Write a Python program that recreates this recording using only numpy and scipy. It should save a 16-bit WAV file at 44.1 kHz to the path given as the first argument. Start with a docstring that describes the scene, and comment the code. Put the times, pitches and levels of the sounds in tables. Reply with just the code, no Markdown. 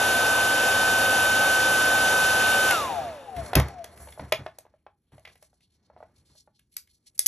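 """A hairdryer blows close by, then is switched off and coasts down with a falling whine and a fading rush of air.
It is laid on a glass-topped bench, and hands shift small parts and a plastic knife: knocks, clicks, thuds, rubbing.
The motor is a set of sines on multiples of the shaft speed; the air, casing buzz and rubbing are shaped noise.
Contacts and thuds are short pushes into damped modes; a noise tail gives the contacts their room.
Two close microphone ports pick it all up."""
import sys
import numpy as np
from scipy import signal
from scipy.fft import rfft, irfft, next_fast_len
from scipy.io import wavfile
from scipy.ndimage import uniform_filter1d

SR = 44100
rng = np.random.default_rng(int(sys.argv[2]) if len(sys.argv) > 2 else 0)


def wav_record(signal):
    """Record a signal, one row per channel, as 16-bit PCM in the file named by sys.argv[1]."""
    frames = np.transpose(np.atleast_2d(signal))
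    bounded = np.clip(frames, -1, 1)
    # unit amplitude maps onto the largest positive 16-bit level
    quanta = np.round(bounded * 32767).astype(np.int16)
    wavfile.write(sys.argv[1], SR, quanta)


def undo_db(level):
    """Turn decibels back into plain size, where 20 dB means ten times bigger."""
    steps = np.asarray(level, float) / 20
    return 10 ** steps


N = 320607
SIZE = next_fast_len(N + SR)  # transform length, with room for the reverberant tail
HZ = np.maximum(np.arange(SIZE // 2 + 1) * SR / SIZE, 1)
SWITCH_S = 2.709  # the dryer is switched off

# Soft blows to the bench. Each row: start in seconds, peak level in dB, gain of the upper modes in dB,
# t60 of the lowest mode in seconds.
THUDS = [(3.367, -28.5, -2, 0.3), (3.409, -38, -9, 0.19), (3.559, -5, -1, 0.25), (3.648, -34.5, 15, 0.15),
         (3.996, -40, -21, 0.55), (4.193, -32.5, 0, 0.34), (4.218, -32.5, 3, 0.3), (4.323, -36.5, 15, 0.28),
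         (4.388, -31, 6, 0.28), (5.124, -44, 5.5, 0.35), (6.291, -55, -3, 0.24), (7.26, -43, 14, 0.22)]


def rms_one(x):
    """Normalises the mean power: scales to rms 1."""
    return x / np.sqrt(np.mean(x ** 2) + 1e-30)


def in_time(rows):
    """Linear interpolation in time: every column of a table, read at every sample."""
    s, *columns = np.transpose(rows)
    return [np.interp(np.arange(N) / SR, s, column) for column in columns]


def at_hz(points, hz):
    """Linear interpolation in pitch: reads a (Hz, value) table on a log-frequency axis."""
    points_hz, values = np.transpose(points)
    return np.interp(np.log(hz), np.log(points_hz), values)


def bumps_db(peaks, hz):
    """Resonances in series: their gain curves, with steep skirts, add in dB."""
    return sum(db / (1 + (2 * (hz - top_hz) / width_hz) ** 2) ** 2 for top_hz, width_hz, db in peaks)


def drift(rate):
    """Band-limited random wander: normal draws, 2 * rate a second, joined by straight lines."""
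    points = int(N / SR * rate * 2) + 2
    return np.interp(np.arange(N) / SR * rate * 2, np.arange(points), rng.standard_normal(points))


def ring(x, hz, t60):
    """Damped oscillator: a unit click sets a decaying sine of starting height 1 ringing."""
    radius = undo_db(-60 / (t60 * SR))
    angle = 2 * np.pi * hz / SR
    feedback = [1, -2 * radius * np.cos(angle), radius * radius]
    return signal.lfilter([0, np.sin(angle)], feedback, x + 1e-18)


def noise_bands(db_per_hz, edges_hz):
    """Partial coherence: coloured stereo noise, partly alike in both channels, cut into cross-fading bands."""
    # Each row: frequency in Hz, likeness of the two channels from 0 to 1.
    likeness = [(100, 1), (600, 0.92), (2000, 0.9), (4600, 0.8), (6000, 1), (7800, 0.8), (8400, 1),
                (9500, 1), (10000, 0.8), (12000, 0.6), (12600, 1)]
    mid, side = rfft(rng.standard_normal((2, SIZE)))
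    alike = np.clip(at_hz(likeness, HZ), 0, 1)
    pair = undo_db(db_per_hz) * (np.sqrt(1 + alike) * mid + np.sqrt(1 - alike) * side * [[1], [-1]])
    below = [1 / (1 + (HZ / hz) ** 8) for hz in edges_hz]
    return [irfft(pair * (upper - lower), SIZE)[:, :N] for lower, upper in zip([0] + below, below + [1])]


def blade_rate():
    """Free deceleration: blade rate in Hz, gliding evenly in pitch between points, and its drop in halvings."""
    full_hz = 1524.2
    # The free rotor slows. Each row: time in seconds, blade rate in Hz.
    coasting = [(2.82, 1155), (2.94, 890), (3.06, 710), (3.18, 572), (3.29, 478), (3.4, 406), (3.6, 292),
                (3.72, 234), (3.83, 198), (4.1, 135), (4.6, 31)]
    s, hz = np.transpose([(SWITCH_S, full_hz)] + list(coasting))
    halvings = uniform_filter1d(np.interp(np.arange(N) / SR, s, np.log2(full_hz / hz)), size=600)
    return full_hz / 2 ** halvings, halvings


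def motor(blade_hz, halvings, powered):
    """Harmonic radiation of a rotor: near sines on multiples of the shaft speed, beside a hum that stops at the switch."""
    blades = 6
    hum_hz, hum_db = 101.9, -47
    # The blade tone as the dryer is aimed. Each row: time in seconds, level in dB.
    blade_level = [(0, -23.5), (.7, -22.5), (1.4, -21.5), (2.7, -22)]
    # Motor tones. Each row: multiple of the shaft speed, level in dB relative to the blade tone,
    # loss in dB per halved speed, share of the casing gain, left over right in dB.
    tones = [(2, -21, 18.5, 0.06, -2.5), (3, -19.5, 15.5, 0.17, 5.5), (5, -18, 18, 0.8, 12.5),
             (6, 0, 18, 0.3, -1.5), (7, -23.5, 24.5, 0.7, -1), (10, -32, 6.5, 1.1, 7.5),
             (12, -15, 29.5, .3, 3), (17, -29.5, 20, .3, 3), (18, -25.5, 21, .3, 0.5),
             (20, -46, 1, 1.05, 6.5)]
    # The casing lights up tones that glide through. 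Each row: centre in Hz, width in Hz, gain in dB.
    casing = [(590, 110, 14.5), (680, 120, 29), (742, 85, 16), (799, 62, 21.5), (1220, 1700, 1.5)]
    blade_db, = in_time(blade_level)
    turns = np.cumsum(blade_hz * (1 + .0006 * drift(9))) / blades / SR
    hum = np.sqrt(2) * undo_db(hum_db) * powered * np.sin(2 * np.pi * hum_hz * np.arange(N) / SR)
    out = hum * np.ones((2, 1))
    stopping_db = -40 * np.maximum(halvings - 2.9, 0)
    for multiple, level_db, loss_db, share, pan_db in tones:
        casing_db = share * bumps_db(casing, multiple * blade_hz / blades)
        db = blade_db + level_db - loss_db * halvings + casing_db + stopping_db + 0.22 * drift(14)
        tone = np.sqrt(2) * undo_db(db) * np.sin(2 * np.pi * (multiple * turns + rng.random()))
        out = out + tone * undo_db(np.array([[.5], [-.5]]) * pan_db)
    return out


def air(halvings):
    """Turbulent flow: broadband noise whose treble dies fastest as the fan slows; each band flickers a little."""
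    # The jet and the intake. Each row: frequency in Hz, level in dB per Hz ahead of the peaks.
    spectrum = [(30, -73.5), (60, -67), (160, -67.5), (250, -62), (400, -62), (750, -55.5), (1100, -62),
                (1650, -61.5), (2050, -68.5), (2700, -62), (3700, -69.5), (4900, -67), (7000, -68),
                (10800, -66), (13100, -66), (13900, -88)]
    # Resonances of the flow. Each row: centre in Hz, width in Hz, gain in dB.
    peaks = [(541, 130, 4.5), (691, 22, 5), (856, 210, 1.5), (2500, 130, 3), (2810, 58, 5),
             (3637, 430, 9.5)]
    # Each row: frequency in Hz, loss in dB per halved speed.
    slowing_loss = [(60, 6.5), (300, 13), (1000, 13.5), (3000, 16.5), (10000, 24)]
    # Each row: frequency in Hz, left over right in dB.
    balance = [(300, -0.3), (700, 3), (1200, 7), (1600, 0.5), (2900, 1), (4000, -0.3)]
    edges = np.geomspace(90, 9000, 9)
    centres = np.append(edges / 1.1, edges[-1] * 1.33)
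    pan = undo_db(np.array([[.5], [-.5]]) * at_hz(balance, HZ))
    per_hz_to_gain_db = 10 * np.log10(SR / 4)
    bands = noise_bands(at_hz(spectrum, HZ) + bumps_db(peaks, HZ) + per_hz_to_gain_db, list(edges))
    out = 0
    for band, hz in zip(bands, centres):
        out = out + band * undo_db(0.79 * drift(12) - at_hz(slowing_loss, hz) * halvings)
    return irfft(rfft(out, SIZE) * pan, SIZE)[:, :N]


def casing_buzz(halvings, powered):
    """Resonance under random drive: the slowing rotor keeps the casing humming, as noise through one narrow mode."""
    # Resonance in Hz, its t60 in seconds, level in dB at full speed.
    hz, t60, level_db = (690, .25, -47.5)
    db = level_db - 3 * halvings - 40 * np.maximum(halvings - 3.3, 0)
    return (1 - powered) * undo_db(db) * rms_one(ring(rng.standard_normal(N), hz, t60))


def contacts():
    """Impact excitation: short pushes, firm for the knock and gritty for the treble, drive four groups of damped modes."""
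    # Contacts on the bench. Each row: start in seconds, level in dB, hardness as treble over knock in dB,
    # extra clack in dB.
    contact_rows = [(2.708, -25, 0.5, 3.5), (3.364, -48.5, -1.5, 5.5), (3.532, -20.5, -25, 5),
                    (3.553, -16, 4.5, -0.5), (3.598, -21.5, -9, 0), (3.683, -42.5, -5, -2),
                    (3.842, -38, 3, -3.5), (3.974, -55.5, 4, 4.5), (4.073, -44, -17, -2),
                    (4.085, -46, -15, 4), (4.123, -53, 8, 7), (4.176, -40, -30, -8), (4.195, -31.5, -32, 7),
                    (4.322, -16.5, -12, 7), (4.463, -28, -36, 10), (4.585, -41, 3.5, -13),
                    (4.652, -51, -36, 3), (4.665, -52, -31, -3), (4.739, -55, -41, -3.5),
                    (4.865, -40.5, -46, 11), (5.12, -60.5, -17.5, 3.5), (5.18, -48.5, -18.5, -1),
                    (5.194, -62.5, -1, -9), (5.251, -50.5, -6.5, 14), (5.274, -48, -18, 12.5),
                    (5.298, -59, -15, 10), (5.355, -60, -4, 2), (5.425, -52.5, -2.5, -7),
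                    (5.53, -62, -22.5, -4.5), (5.606, -75.5, 2, 9), (5.9, -49.5, -41, -8),
                    (5.933, -62, -35, 0), (5.964, -45.5, -45.5, -3), (5.975, -53, -38, 6),
                    (6.004, -43.5, -52, -7), (6.027, -38.5, -45, 3), (6.095, -64.5, -32, 0),
                    (6.352, -61.5, -5.5, -12), (6.475, -53.5, -34.5, -12), (6.593, -63.5, 21, 9),
                    (6.766, -28.5, 42, -0.5), (6.873, -67, 17, 8), (7.065, -60.5, 20, -5.5),
                    (7.178, -47, 32, -9), (7.191, -17, 33.5, -9.5), (7.245, -61, 22, 9),
                    (7.26, -18.5, 47, -2), (7.265, -14, 41, -10)]
    # Four groups: knock, clack, tick, snap. Each row in a group: mode in Hz, relative level in dB, t60 in seconds.
    mode_groups = [
        [(625, 0, .021), (683, 3.5, 0.011), (825, -3, .022), (960, -5.5, 0.01), (1320, -4.5, 0.0077),
         (1530, -9, 0.0087)],
        [(2180, 2.8, 0.0048), (2820, 7, 0.0024), (3340, -3.5, 0.0063), (4300, -3, 0.0027)],
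        [(5310, 2.5, 0.0024), (6330, 3.5, 0.0029), (7800, 1.5, 0.0035)],
        [(9500, -5, 0.0027), (10810, 5.5, 0.0029), (12000, 4.4, 0.0049), (14800, 10, 0.00083)],
    ]
    clack_share = .65  # share of the hardness that reaches the clack
    mode_spread_db = 3.5  # chance in each mode's strength
    soft_dulling = 0.16  # dB per octave lost within a group for each dB of softness
    s, peak_db, hard_db, clack_db = np.transpose(contact_rows)
    knock_db = peak_db - np.maximum(hard_db, 0)
    treble_db = peak_db + np.minimum(hard_db, 0)
    levels = [knock_db, knock_db + clack_share * hard_db + clack_db, treble_db, treble_db]
    soft_db = soft_dulling * np.minimum(hard_db, 0)[:, None]
    push_s = [0.0012, 0.0014, 0.0007, 0.001]
    firmness = [0.58, 0.26, .01, .01]
    lifts_db = [6.75, 6.4, 4.1, 12]
    out, t = np.zeros(N), np.arange(900) / SR
    for modes, level_db, lasts_s, firm, lift_db in zip(mode_groups, levels, push_s, firmness, lifts_db):
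        lowest_hz, highest_hz = modes[0][0], modes[-1][0]
        grit = rng.standard_normal((len(s), len(t))) * (t / lasts_s) ** 2 * np.exp(-t / lasts_s)
        push = np.pad(grit + firm * np.exp(-t / 0.0001) * 3, ((0, 0), (0, 2500)))
        chance_db = mode_spread_db * rng.standard_normal((len(s), len(modes)))
        rung = 0
        for k, (hz, db, t60) in enumerate(modes):
            mode_db = db + chance_db[:, [k]] + soft_db * np.log2(hz / lowest_hz)
            rung = rung + undo_db(mode_db) * ring(push, hz, t60)
        span = signal.butter(3, [0.72 * lowest_hz, 1.4 * highest_hz], "band", fs=SR, output="sos")
        rung = signal.sosfilt(span, rung)
        loudest_power = uniform_filter1d(rung ** 2, size=130).max(axis=1)
        sizes = undo_db(level_db + lift_db) / np.sqrt(loudest_power * 4)
        for at, one in zip(np.round(s * SR).astype(int), rung * sizes[:, None]):
            out[at:at + len(one)] += one[:N - at]
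    return out


def thuds():
    """Modal response to a soft push of 2 ms: the bench's lower modes start later and last longer."""
    # Modes of the whole bench. Each row: frequency in Hz, relative level in dB.
    bench_modes = [(70, -2.5), (105, -4.5), (135, -1.5), (195, -8.5), (290, -7.5), (378, -10), (480, -13.5)]
    out, push = np.zeros(N), np.hanning(90)
    for s, peak_db, upper_db, t60 in THUDS:
        rung = 0
        for k, (hz, db) in enumerate(bench_modes):
            late = int(0.33 / hz * SR)  # a third of a period
            late_push = np.pad(push, (late, SR // 2 - late))
            mode_t60 = t60 * (bench_modes[0][0] / hz) ** .5
            rung = rung + undo_db(db + upper_db * (k > 0)) * ring(late_push, hz, mode_t60)
        at = round(s * SR)
        out[at:at + len(rung)] += (undo_db(peak_db) * rung / abs(rung).max())[:N - at]
    return signal.sosfilt(signal.butter(2, 52, "high", fs=SR, output="sos"), out)


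def rubbing():
    """Friction noise: grainy strokes of skin and plastic, each with its own colour, and rattle over the room's rumble."""
    # Hands at work. Each row: time in seconds, level of the hiss in dB, level of the low rustle in dB.
    handling = [(3.1, -62, -47), (3.2, -70, -68), (3.45, -61, -45), (3.8, -68, -55.5), (4.02, -58, -57.5),
                (4.3, -61.5, -66), (4.4, -73, -69), (4.6, -92, -71.5), (4.91, -93, -96.5),
                (5.18, -90.5, -86), (5.31, -78.5, -65), (5.36, -75, -83), (5.68, -87, -90),
                (5.99, -91, -73), (6.2, -82.5, -79), (6.37, -68.5, -87), (6.55, -89, -96),
                (7.13, -83.5, -89.5), (7.27, -77, -72.5)]
    # Rubbing strokes. Each row: start in seconds, end in seconds, level in dB above 6.3 kHz,
    # level in dB from 1.8 to 6.3 kHz, strongest frequency in Hz.
    stroke_rows = [(3.357, 3.56, -58, -72, 4540), (5.12, 5.199, -80, -90, 8600),
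                   (5.233, 5.44, -85, -85, 9950), (5.422, 5.468, -64, -68, 6950),
                   (5.532, 5.562, -89, -91, 9500), (5.596, 5.675, -84, -85, 4180),
                   (5.725, 5.761, -75, -80, 6530), (5.835, 5.867, -87, -83, 6450),
                   (5.983, 6.034, -89.5, -100, 10250), (6.159, 6.214, -71, -76, 4370),
                   (6.257, 6.34, -69, -76.5, 4390), (6.362, 6.42, -63, -66, 5480),
                   (6.543, 6.607, -81, -82, 4300), (6.722, 6.767, -71, -69.5, 9970),
                   (6.895, 6.918, -76.5, -72.5, 9730), (6.936, 6.969, -77.5, -81.5, 5700),
                   (7.067, 7.087, -64, -66.5, 5260), (7.154, 7.155, -67, -74.5, 9450),
                   (7.222, 7.258, -61, -76, 7000)]
    # Colour of the friction noise. Each row: frequency in Hz, relative level in dB per Hz.
    spectrum = [(30, -4), (70, 5), (150, -3), (330, -8.5), (700, -11.5), (1400, -16.5), (2300, -8.5),
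                (3300, -2), (4300, -3.5), (5200, -2.5), (6500, -5), (8500, 2.5), (11000, -3), (13000, -5),
                (16000, -32.5)]
    # Its resonances. Each row: centre in Hz, width in Hz, gain in dB.
    peaks = [(2230, 350, 3.5), (4300, 300, 9.5), (5800, 1200, 3), (10700, 2700, 7)]
    # The low rumble swells once: centre in seconds, half width in seconds, gain in dB.
    swell_s, swell_half_s, swell_top_db = (6.1, 0.27, 6.4)
    rattle_db, rattle_rise_s, rattle_t60_s = -14, 0.0074, .22  # loose things shake after each thud
    deep_db, rumble_db, mid_floor_db = -76, -75, -94.5  # the quiet room
    hiss_in_mid_db, rustle_in_mid_db, rustle_in_rumble_db = -15.5, -15, -1
    t = np.arange(N) / SR
    hiss, rustle = undo_db(in_time(handling))
    for s, peak_db, _, _ in THUDS:
        after = np.maximum(t - s, 0)
        decay = undo_db(peak_db + rattle_db - 60 * after / rattle_t60_s)
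        rustle = rustle + decay * (1 - np.exp(-after / rattle_rise_s))
    edges = [400, 1800, 2700, 3700, 5000, 6300, 7800, 9300, 11000]
    deep, rumble, low, *bands = noise_bands(at_hz(spectrum, HZ) + bumps_db(peaks, HZ), [60] + edges)
    centres = np.sqrt(np.multiply(edges[1:], edges[2:] + [13000]))
    mid = undo_db(mid_floor_db) + hiss * undo_db(hiss_in_mid_db) + rustle * undo_db(rustle_in_mid_db)
    gains = np.array([mid] * 4 + [hiss] * 4)
    for start, end, stroke_high_db, stroke_mid_db, strongest_hz in stroke_rows:
        progress = np.clip((t - start + .008) / (end - start + 0.026), 0, 1)
        stroke = np.sin(np.pi * progress ** 0.7) ** 1.3
        colour_db = 11 * np.exp(-(np.log(centres / strongest_hz) / 0.14) ** 2)
        stroke_db = np.repeat([stroke_mid_db, stroke_high_db], 4) + colour_db
        gains += np.outer(undo_db(stroke_db), stroke)
    sizes = np.repeat([np.std(sum(bands[:4])), np.std(sum(bands[4:]))], 4)
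    rub = sum(band / size * gain * undo_db(5.8 * drift(4.6)) for band, size, gain in zip(bands, sizes, gains))
    swell_db = swell_top_db * np.exp(-((t - swell_s) / swell_half_s) ** 2)
    rumble_gain = undo_db(rumble_db + swell_db) + rustle * undo_db(rustle_in_rumble_db)
    grain = undo_db(3 * drift(70))
    return rms_one(deep) * undo_db(deep_db) + rms_one(rumble) * rumble_gain + rms_one(low) * rustle + rub * grain


def room(x):
    """Diffuse reverberation: convolution with a noise tail that starts at the first wall and dies band by band."""
    # One row per band. Each row: nominal frequency in Hz (not used), t60 in seconds, level in dB.
    decays = [(250, 0.11, -12.5), (1500, 0.18, -9.5), (5000, 0.16, -9), (9000, 0.15, -13.5)]
    first_wall_s = 0.0048
    t = np.arange(N) / SR - first_wall_s
    tail = 0
    for band, (_, t60, db) in zip(noise_bands(0 * HZ, [600, 3000, 7000]), decays):
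        energy_db = 10 * np.log10(t60 * SR / 14)  # evens out the energy of long and short tails
        tail = tail + undo_db(db - 60 * t / t60 - energy_db) * band
    tail = (tail * np.clip(t / 0.0027, 0, 1))[:, :SR // 2]
    return irfft(rfft(x, SIZE) * rfft(tail, SIZE), SIZE)[:, :N]


def scene():
    """Superposition: dryer, contacts with their reverberation, thuds and rubbing add."""
    blade_hz, halvings = blade_rate()
    powered = np.clip((SWITCH_S + 0.012 - np.arange(N) / SR) / 0.02, 0, 1)
    hits = contacts()
    dryer = motor(blade_hz, halvings, powered) + air(halvings) + casing_buzz(halvings, powered)
    return dryer + hits + room(hits) + thuds() + rubbing()


def low_pass(x):
    """Removes everything above the highest recorded frequency."""
    return signal.sosfilt(signal.butter(12, 16260, fs=SR, output="sos"), x)


def record(dry):
    """Linear filtering: two ports share one response, with a phase difference that grows with frequency."""
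    # Response of both ports. Each row: frequency in Hz, gain in dB.
    microphone = [(20, -25.5), (45, -7), (70, -1.02), (11300, -1.04), (12400, -9.5), (13300, -26.5),
                  (16000, -26)]
    # Each row: frequency in Hz, lead of the left port in radians.
    port_phase = [(0, 0), (1900, .2), (2800, 1), (3500, .7), (4300, 1.1), (4650, 2), (5250, 5.3), (5600, 6),
                  (9000, 9.42), (12400, 12.5), (16000, 15.8)]
    lead = np.interp(HZ, *np.transpose(port_phase))
    ports = undo_db(at_hz(microphone, HZ)) * np.exp(.5j * lead * [[1], [-1]])
    mix = irfft(rfft(dry, SIZE) * ports, SIZE)[:, :N]
    return low_pass(mix)


dry = scene()
out = record(dry)
wav_record(out)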